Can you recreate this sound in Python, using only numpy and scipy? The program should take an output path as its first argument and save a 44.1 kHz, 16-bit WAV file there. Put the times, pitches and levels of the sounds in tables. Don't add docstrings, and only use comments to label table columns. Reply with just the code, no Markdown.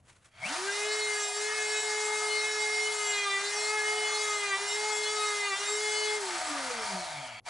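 import sys
import numpy as np
from scipy import signal
from scipy.fft import rfft, irfft, next_fast_len
from scipy.io import wavfile
from scipy.ndimage import uniform_filter1d

SR = 44100
rng = np.random.default_rng(int(sys.argv[2]) if len(sys.argv) > 2 else 0)


def int16_out(signal):
    q = np.round(np.clip(np.atleast_2d(signal).T, -1, 1) * 32767)
    wavfile.write(sys.argv[1], SR, q.astype(np.int16))


def attenuation_scalar(level_db):
    decades = np.asarray(level_db, float) / 20
    return 10 ** decades


N = 330309

ON_S, OFF_S, AT_SPEED_S = .34, 6.2, .7
BREAK_S = 7.399, 7.406

# [t/s, turns per second/Hz]
SPEED = [(.29, 45), (.34, 78), (.42, 123.6), (.46, 190), (.52, 290.7), (.58, 358.4), (.66, 392), (.77, 413),
         (.92, 425.4), (1.0, 425.5), (1.32, 412), (1.44, 422), (1.54, 430), (1.66, 424.5), (1.8, 426.5),
         (2.4, 424.5), (2.48, 428.4), (2.56, 425.1), (2.89, 425.4), (3.12, 414.7), (3.26, 403),
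         (3.3, 396.9), (3.39, 394.4), (3.45, 405.2), (3.59, 420.3), (3.75, 427.4), (3.83, 423.3),
         (3.94, 426), (4.22, 425), (4.4, 412.3), (4.47, 403.7), (4.51, 394.7), (4.55, 390.5), (4.62, 403.5),
         (4.76, 420), (4.88, 427.5), (4.97, 422.5), (5.12, 425.7), (5.26, 420.8), (5.4, 412), (5.48, 403),
         (5.53, 388.4), (5.6, 404.2), (5.73, 419), (5.83, 426), (6.15, 424.8), (6.18, 421), (6.2, 410),
         (6.3, 361), (6.48, 305), (6.72, 243.3), (6.954, 188.6), (7.2, 140), (7.4, 103), (7.41, 139),
         (7.49, 140.6)]
GOVERNED_HZ, RECOVER_S = 426, 0.079
LIGHT_DRAG_HZ, FULL_DRAG_HZ = 9.7, 39.4
LET_GO_S = .022

LEADING = [2, 3, 4, 5, 6, 7, 8, 9, 10, 13, 18]
# [free level/dB, loaded level/dB, flicker/dB]
LEADING_DB = [(-51.5, -46, 2), (-54, -36.5, 2.5), (-50.5, -43.5, 3), (-37.5, -33, 1.27),
              (-52.5, -36.5, 2.5), (-53, -47, 3.5), (-53.5, -52, 3.5), (-51, -47.5, 3.5), (-52.5, -49, 4),
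              (-52, -60, 2.5), (-48, -62, 3)]
# [t/s, length/s, level/dB]
SWELLS = [
    [(1.8, 0.24, -58), (2.1, 0.44, -44), (2.46, 0.097, -47), (2.63, 0.11, -45.5), (3.74, .1, -45),
     (3.95, 0.58, -44), (4.87, 0.18, -39.5), (5.15, 0.19, -47), (5.9, .12, -45.5), (6.11, .12, -44)],
    [(2.2, .4, -45.5), (2.56, .1, -45), (3.01, 0.099, -43), (3.73, 0.093, -41.5), (3.91, .15, -44),
     (3.28, 0.059, -38), (4.32, 0.16, -40.5), (4.9, 0.083, -44.5), (5.24, 0.18, -34.5), (5.68, 0.085, -45)],
    [(.69, 0.049, -34), (.92, 0.11, -45), (1.2, 0.11, -49), (1.75, .7, -43.5), (2.5, 0.28, -46),
     (3.12, 0.077, -42.5), (3.82, 0.11, -39), (5.66, 0.076, -58), (5.9, .12, -47)],
    [(1.06, 0.19, -36.5), (2.4, 0.44, -37), (2.75, 0.38, -35), (3.85, 0.43, -37), (4.3, .2, -41),
     (5.42, 0.097, -42), (3.2, 0.1, -40), (3.34, 0.072, -25)],
    [(.75, 0.38, -48), (1.23, .12, -51), (1.7, 0.26, -45.5), (2.45, 0.083, -44), (3.2, 0.09, -39),
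     (3.72, 0.25, -45), (5.25, .08, -48)],
    [(.85, 0.68, -49), (1.75, .2, -57), (2.32, 0.055, -42), (2.5, 0.069, -47), (2.86, 0.042, -39),
     (3.04, .07, -43), (3.17, 0.082, -43), (4.02, 0.14, -42.5), (4.42, 0.077, -47), (4.6, 0.11, -46),
     (4.72, .07, -43), (5.08, 0.074, -47), (5.58, .12, -47), (5.8, .1, -52), (5.98, 0.26, -43.5)],
    [(2.32, 0.059, -49), (2.65, 0.22, -55), (3.18, .12, -41), (3.33, .1, -41.5), (3.6, 0.13, -50),
     (4.15, .3, -46), (4.96, 0.084, -42), (5.08, 0.065, -41), (5.92, 0.13, -44.5), (6.1, 0.094, -45.5)],
    [(.92, 0.41, -47.5), (1.78, 0.063, -45), (1.9, 0.063, -53), (2.25, 0.29, -47.5), (2.63, 0.17, -50),
     (3.16, .08, -49), (3.35, 0.083, -43), (3.46, .07, -47), (4.24, 0.11, -48), (4.75, 0.12, -48.5),
     (5.26, 0.15, -42.5), (5.7, 0.097, -40)],
    [(.93, 0.046, -39.5), (1.03, 0.093, -40), (2.36, 0.14, -43), (2.82, .12, -47), (3.17, .1, -46),
     (3.34, 0.079, -53), (3.49, .12, -43.5), (3.65, 0.091, -43), (4.0, .07, -51), (4.18, 0.059, -41),
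     (5.08, .07, -51), (5.2, 0.061, -48), (5.87, .1, -48), (6.0, .15, -45)],
    [(.95, 0.073, -44), (1.25, .08, -45.5), (1.78, 0.33, -45), (2.43, 0.087, -46), (2.56, 0.11, -39),
     (2.78, .12, -42.5), (3.62, .15, -47), (4.73, 0.099, -44), (4.97, 0.092, -44), (5.24, 0.21, -50),
     (5.74, 0.083, -46)],
    [(.95, 0.093, -45), (1.23, 0.11, -41), (1.62, .45, -42), (2.11, .2, -44.5), (2.47, .07, -50),
     (2.63, 0.085, -44), (3.08, 0.2, -39.5), (3.64, .15, -44), (4.32, .15, -48), (4.73, 0.086, -39.5),
     (4.97, .1, -41), (5.72, .12, -41), (5.98, 0.16, -45)],
]
# [t/s, length/s, level change/dB]
FADES = [(1.303, 0.21, -13), (1.82, .04, -4), (2.55, 0.083, -5), (2.96, 0.088, -4), (3.501, 0.065, -4.5),
         (4.66, 0.071, -5), (5.186, .1, -6.5), (5.62, .06, -10)]
# [multiple, relative level/dB]
FREE = [(11, -12), (12, -14), (14, -12), (15, -13.5), (16, -15), (17, -18.5), (19, -15), (20, -18),
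        (21, -17), (22, -17.5), (23, -21.5), (24, -19), (25, -28)]
# [multiple, relative level/dB]
LOADED = [(11, -10.5), (12, -11), (14, -14), (15, -13), (16, -15), (17, -13), (19, -14.5), (20, -12),
          (21, -21), (22, -17.5), (23, -18), (24, -22), (25, -20)]
# [t/s, length/s]
SKIMS = [(1.17, .35), (3.05, 0.32), (3.6, 0.22), (4.25, .3), (5.25, 0.27), (5.9, 0.29)]
SKIM_HISS_DB, CHATTER_DB = 0.8, 2.5
OTHERS_DB, RECOVERING_DB = -40.5, -3
NOTCH_HZ, NOTCH_WIDTH_HZ, NOTCH_DB = 1998.5, 15.4, -21
WHINE_IN_S, WHINE_IN_DB = (.34, .58, .74), (-45, -17, 0)
WHINE_OUT_S = 0.029

# [f/Hz, level/dB]
ANSWER = [(78, -74), (103, -68), (114, -56), (128, -70), (140, -51), (170, -65), (189, -44), (217, -59),
          (229, -48.5), (243, -60), (256, -47), (275, -47), (293, -43), (308, -49), (325, -59),
          (348, -40.5), (368, -43), (392, -39), (410, -42), (426, -38.4)]
HUM_LOAD_DB = -4
# [t/s, length/s, hum change/dB, roar change/dB]
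DIPS = [(0.572, 0.019, -11, 0), (0.897, 0.16, 2.5, 1.5), (1.27, 0.14, -2, -6), (1.342, 0.047, -2.5, -20),
        (1.445, 0.11, 2, -1), (1.555, .1, -2.5, 1), (1.818, 0.022, -14, -4), (2.47, .1, -2.5, 1),
        (2.95, .5, -0.5, -1.5), (3.41, 0.035, -5, 5), (3.521, .06, -5.5, 0), (4.09, 0.078, -3, 4),
        (4.585, 0.029, -20, 4), (4.688, .06, -7, -1), (5.571, 0.047, -24, 2), (5.659, 0.063, -7, 1),
        (5.735, 0.1, 4, 0), (6.098, .25, 2, 2)]

# [f/Hz, level/dB]
SECOND = [(206, -69), (256, -67), (280, -57), (310, -68), (353, -59), (378, -49), (412, -64), (434, -45),
          (459, -50), (489, -44), (515, -51), (549, -50), (612, -59), (648, -45), (690, -55), (730, -49),
          (820, -59)]
# [f/Hz, level/dB]
LINGERING = [(7700, -50), (4250, -54.5)]
LINGER_END_S = 6.52
# [t/s, f/Hz, level/dB]
SQUEAL = [(.42, 2135, -48), (.44, 2147, -34), (.46, 2500, -37), (.477, 2570, -40), (.485, 2980, -43),
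          (.502, 3070, -46)]

# [turns per second/Hz, roar level/dB, hiss level/dB, housing level/dB, shell level/dB, brush band level/dB]
BY_SPEED = [(45, -69, -81, -95, -74, -60), (103, -49, -58, -58.5, -46.5, -57),
            (133.5, -44.5, -46.5, -47.5, -49.5, -51.5), (159, -42, -44.5, -44.5, -49, -51.5),
            (189, -38.5, -40.5, -39, -52, -47.5), (230, -36, -40, -41, -49, -51),
            (282, -35, -39.5, -40, -60, -71), (359, -35.5, -38, -40, -51, -66),
            (425, -40.5, -39.5, -46, -61, -62)]
# [f/Hz, relative level per Hz/dB]
COLOUR = [(100, -38.5), (250, -22.5), (450, -20), (650, -12), (950, -6), (1060, -8.5), (1250, -4.5),
          (2100, -8), (2900, -13), (4500, -10), (7500, -13), (11000, -17.5)]
SPLIT_HZ = 3400
AIR_LOAD_DB, HISS_LOAD_DB = -6.5, -4
AIR_SURGE_DB = 0.5
AIR_LAG_S, AIR_LAG_DB = (0.33, 0.49), -7.5
# [f/Hz, width/Hz, relative level/dB]
HOUSING = [(650, 75, -6), (740, 32, 1.5), (900, 57, 0), (956, 34, -1.5), (1211, 55, 0), (1529, 60, -3.5),
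           (1853, 69, -1), (2082, 29, 0.5)]
# [f/Hz, width/Hz, relative level/dB]
SHELL = [(2250, 310, 0), (3250, 200, -4.5), (4520, 210, -5.5), (7300, 160, -15)]
RING_LAG_S, RING_LAG_DB = (0.37, 0.48), -11
# [t/s, gain/dB]
FADE_IN = [(7.406, -59), (7.44, -34), (7.465, -1), (7.49, 5)]

# [t/s, length/s, relative level/dB]
RUSTLE = [(0.095, 0.073, -62), (0.17, .04, -72), (0.26, 0.07, -65.5)]
# [f/Hz, relative level per Hz/dB]
RUSTLE_COLOUR = [(200, -9), (1500, 2), (2300, -1.0), (3000, -3.5), (5000, -8.0), (7500, -5), (11000, -9.5)]
RUSTLE_FLOOR_DB = -81
# [f/Hz, relative level per Hz/dB]
RUMBLE_COLOUR = [(25, -6), (50, -10), (80, 4.5), (130, 0), (250, -12), (500, -12)]
RUMBLE_SLOW_DB, RUMBLE_FAST_DB, RUMBLE_TURN_HZ = -66, -78.5, (300, 425)

# [f/Hz, correlation]
LIKENESS = [(60, 1), (170, 0.95), (480, 0.95), (1370, 0.85), (3880, 0.88), (11000, 0.97)]
# [f/Hz, phase/rad]
LEAD = [(0, 0.039), (260, -0.32), (1120, -0.44), (1380, -0.094), (2150, -0.47), (3880, -0.054),
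        (6720, 0.074), (7670, -0.59), (11200, 0.7)]
# [f/Hz, level difference/dB]
LEAN = [(60, 1), (110, -0.5), (190, 1), (340, 2), (610, 0.5), (1080, 1.5), (1940, 1.0), (3450, 0),
        (6160, 1.0), (11000, 0.0)]
TOP_HZ = 11040


def in_time(rows):
    s, *columns = np.transpose(rows)
    return [np.interp(np.arange(N) / SR, s, c) for c in columns]


def at_hz(points, hz):
    x, y = np.transpose(points)
    return np.interp(np.log(hz + 1), np.log(x + 1), y)


def by_speed(speed, axis):
    return at_hz([(row[0], row[axis]) for row in BY_SPEED], speed)


def rms_one(x):
    return x / np.sqrt(np.mean(x ** 2) + 1e-20)


def between(t0, t1):
    return np.interp(np.arange(N) / SR, [t0 - .01, t0, t1, t1 + .01], [0, 1, 1, 0])


def bump(at, length):
    return np.exp(-.5 * ((np.arange(N) / SR - at) / (length / 3)) ** 2)


def bump_sum(rows):
    return sum(bump(s, length) for s, length in rows)


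def drift(rate):
    pole = np.exp(-128 * np.pi * rate / SR)
    chance = rng.standard_normal(N // 64 + 2002)
    slow = signal.lfilter([1], [1, -2 * pole, pole * pole], chance)[2000:]
    return np.interp(np.arange(N) / 64, np.arange(len(slow)), rms_one(slow - slow.mean()))


def tone(turns, level_db, apart):
    sway = apart * drift(3.1) * [[1], [-1]]
    shift = apart * drift(2.0) * [[1], [-1]]
    sine = np.sin(2 * np.pi * (turns + rng.random()) + shift)
    return np.sqrt(2) * attenuation_scalar(level_db) * (1 + sway) * sine


def noise(gain_at):
    size = next_fast_len(N)
    hz = np.arange(size // 2 + 1) * SR / size
    mid, side = rfft(rng.standard_normal((2, size)))
    alike = np.clip(at_hz(LIKENESS, hz), 0, 1)
    pair = np.sqrt(1 + alike) * mid + np.sqrt(1 - alike) * side * [[1], [-1]]
    return rms_one(irfft(pair * gain_at(hz), size)[:, :N])


def blown(resonances, tilt_db):
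    out = 0
    for at, width, db in resonances:
        band = noise(lambda hz: 1 / (1 + (2 * (hz - at) / width) ** 2))
        width_db = 10 * np.log10(width / 400)
        level_db = db + width_db + tilt_db * np.log2(at / 1000) + 2.8 * drift(2.8)
        out = out + attenuation_scalar(level_db) * band
    return out


def rotation():
    speed, = in_time(SPEED)
    gaining = np.gradient(uniform_filter1d(speed, size=1800)) * SR * RECOVER_S
    powered = between(AT_SPEED_S, OFF_S - .05)
    withheld = GOVERNED_HZ - speed - gaining
    load = powered * np.clip((withheld - LIGHT_DRAG_HZ) / (FULL_DRAG_HZ - LIGHT_DRAG_HZ), 0, 1)
    follow = 1 / (LET_GO_S * SR)
    load = signal.lfilter([follow], [1, follow - 1], load)
    regain = np.clip(gaining / 20, 0, 1)
    hunting = np.sin(2 * np.pi * (6.5 * np.arange(N) / SR + 0.288 * drift(1.573)))
    speed = speed + 0.569 * hunting
    return speed, np.cumsum(speed) / SR, load, regain


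def whine(speed, turns, load, regain):
    emerge_db = np.interp(np.arange(N) / SR, WHINE_IN_S, WHINE_IN_DB)
    echoes = rng.standard_normal(2000)
    skimming = bump_sum(SKIMS)
    fades_db = sum(db * bump(s, length) for s, length, db in FADES)
    out = 0
    for k, (free_db, loaded_db, flicker_db), swells in zip(LEADING, LEADING_DB, SWELLS):
        steady_db = free_db + load * (loaded_db - free_db) + (k == 5) * RECOVERING_DB * regain
        swell_power = sum(attenuation_scalar(db) ** 2 * bump(s, length) for s, length, db in swells)
        power = attenuation_scalar(steady_db) ** 2 + swell_power
        notch_db = NOTCH_DB * load * np.exp(-.5 * ((k * speed - NOTCH_HZ) / NOTCH_WIDTH_HZ) ** 2)
        level_db = 10 * np.log10(power) + emerge_db + notch_db
        level_db = level_db + (k == 5) * fades_db + flicker_db * drift(13.5)
        out = out + tone(k * turns + 0.0032 * k * drift(23), level_db, apart=0.13)
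    for (k, free_db), (_, loaded_db) in zip(FREE, LOADED):
        ripple = np.interp(k * speed / 18.0, np.arange(2000), echoes)
        level_db = OTHERS_DB + CHATTER_DB * skimming + emerge_db + free_db + load * (loaded_db - free_db)
        level_db = level_db + 3.2 * ripple + 5.7 * np.tanh(2.0 * drift(15.7))
        tremble = (0.0029 + .003 * load) * k * drift(23)
        out = out + tone(k * turns + tremble, level_db, apart=0.099)
    dying = np.interp(np.arange(N) / SR, [OFF_S - WHINE_OUT_S, OFF_S], [1, 0])
    return out * between(ON_S, OFF_S) * dying


def hum(speed, turns, load):
    dips_db = sum(db * bump(s, length) for s, length, db, _ in DIPS)
    coasting_waver_db = 2.7 * drift(13) * between(OFF_S + .1, N / SR)
    level_db = at_hz(ANSWER, speed) + HUM_LOAD_DB * load + dips_db + 0.61 * drift(3.6) + coasting_waver_db
    return tone(turns, level_db, apart=0.072) * between(ON_S, BREAK_S[0])


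def coasting(speed, turns):
    low_pass = signal.butter(2, 200, fs=SR, output="sos")
    rough = rms_one(signal.sosfilt(low_pass, rng.standard_normal(N)))
    band = np.sqrt(2) * attenuation_scalar(by_speed(speed, axis=5)) * rough * np.sin(2 * np.pi * 24 * turns)
    low = tone(2 * turns, at_hz(SECOND, 2 * speed) + 2.6 * drift(21.7), apart=0.09)
    thin = sum(tone(hz * np.arange(N) / SR, db + 3.5 * drift(18), apart=.1) for hz, db in LINGERING)
    return (low + band) * between(OFF_S, BREAK_S[0]) + thin * between(OFF_S, LINGER_END_S)


def squeal(turns):
    pitch, level_db = in_time(SQUEAL)
    throb = 1 + 0.38 * np.sin(2 * np.pi * (turns + 0.28))
    rough = np.cumsum(pitch + 90 * drift(130)) / SR
    return throb * tone(rough, level_db, apart=.1) * between(SQUEAL[0][0], SQUEAL[-1][0])


def air(speed, turns, load, regain):
    flow_db = AIR_SURGE_DB * regain + np.interp(np.arange(N) / SR, AIR_LAG_S, [AIR_LAG_DB, 0])
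    dips_db = sum(db * bump(s, length) for s, length, _, db in DIPS)
    roar_db = by_speed(speed, axis=1) + flow_db + AIR_LOAD_DB * load + dips_db
    hiss_db = by_speed(speed, axis=2) + flow_db + HISS_LOAD_DB * load + SKIM_HISS_DB * bump_sum(SKIMS)
    roar = noise(lambda hz: attenuation_scalar(at_hz(COLOUR, hz)) / np.sqrt(1 + (hz / SPLIT_HZ) ** 6))
    hiss = noise(lambda hz: attenuation_scalar(at_hz(COLOUR, hz)) / np.sqrt(1 + (SPLIT_HZ / (hz + 1)) ** 6))
    gust = drift(18)
    roar = attenuation_scalar(roar_db - 3.0 + 0.5 * gust) * roar
    hiss = attenuation_scalar(hiss_db + 0.19 * gust + 1.04 * drift(22)) * hiss
    pulse = 1 + 0.17 * np.sin(2 * np.pi * turns)
    return pulse * (roar + hiss) * between(SPEED[0][0], N / SR)


def housing(speed):
    body = attenuation_scalar(by_speed(speed, axis=3)) * blown(HOUSING, 10.5 * np.log2(speed / 414))
    shell = attenuation_scalar(by_speed(speed, axis=4)) * blown(SHELL, 0)
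    lag_db = np.interp(np.arange(N) / SR, RING_LAG_S, [RING_LAG_DB, 0])
    return (body + shell) * attenuation_scalar(lag_db) * between(SPEED[0][0], N / SR)


def rustle():
    level = attenuation_scalar(RUSTLE_FLOOR_DB) + sum(attenuation_scalar(db) * bump(s, length) for s, length, db in RUSTLE)
    swells = level * attenuation_scalar(4.0 + 3.3 * drift(39)) * between(0, ON_S)
    return swells * noise(lambda hz: attenuation_scalar(at_hz(RUSTLE_COLOUR, hz)))


def rumble(speed):
    level_db = np.interp(speed, RUMBLE_TURN_HZ, [RUMBLE_SLOW_DB, RUMBLE_FAST_DB]) + 1.5 * drift(1.4)
    return attenuation_scalar(level_db) * noise(lambda hz: attenuation_scalar(at_hz(RUMBLE_COLOUR, hz)) / (1 + (hz / 900) ** 4))


def scene():
    speed, turns, load, regain = rotation()
    s = np.arange(N) / SR
    fade_db, = in_time(FADE_IN)
    blowing = air(speed, turns, load, regain) + housing(speed)
    blowing = blowing * np.where(s > BREAK_S[0], attenuation_scalar(fade_db), 1)
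    tones = whine(speed, turns, load, regain) + hum(speed, turns, load)
    tones = tones + coasting(speed, turns) + squeal(turns)
    gap = np.where((s > BREAK_S[0]) & (s < BREAK_S[1]), attenuation_scalar(-58), 1)
    return (tones + blowing + rustle() + rumble(speed)) * gap


def top_cut(x):
    return signal.sosfilt(signal.butter(12, 11590, fs=SR, output="sos"), x)


def record(dry):
    size = next_fast_len(N)
    hz = np.arange(size // 2 + 1) * SR / size
    half = attenuation_scalar(at_hz(LEAN, hz) / 2) * np.exp(.5j * at_hz(LEAD, hz))
    ports = irfft(rfft(dry, size) * [half, 1 / half] * (hz < TOP_HZ), size)[:, :N]
    return top_cut(ports)


dry = scene()
out = record(dry)
int16_out(out)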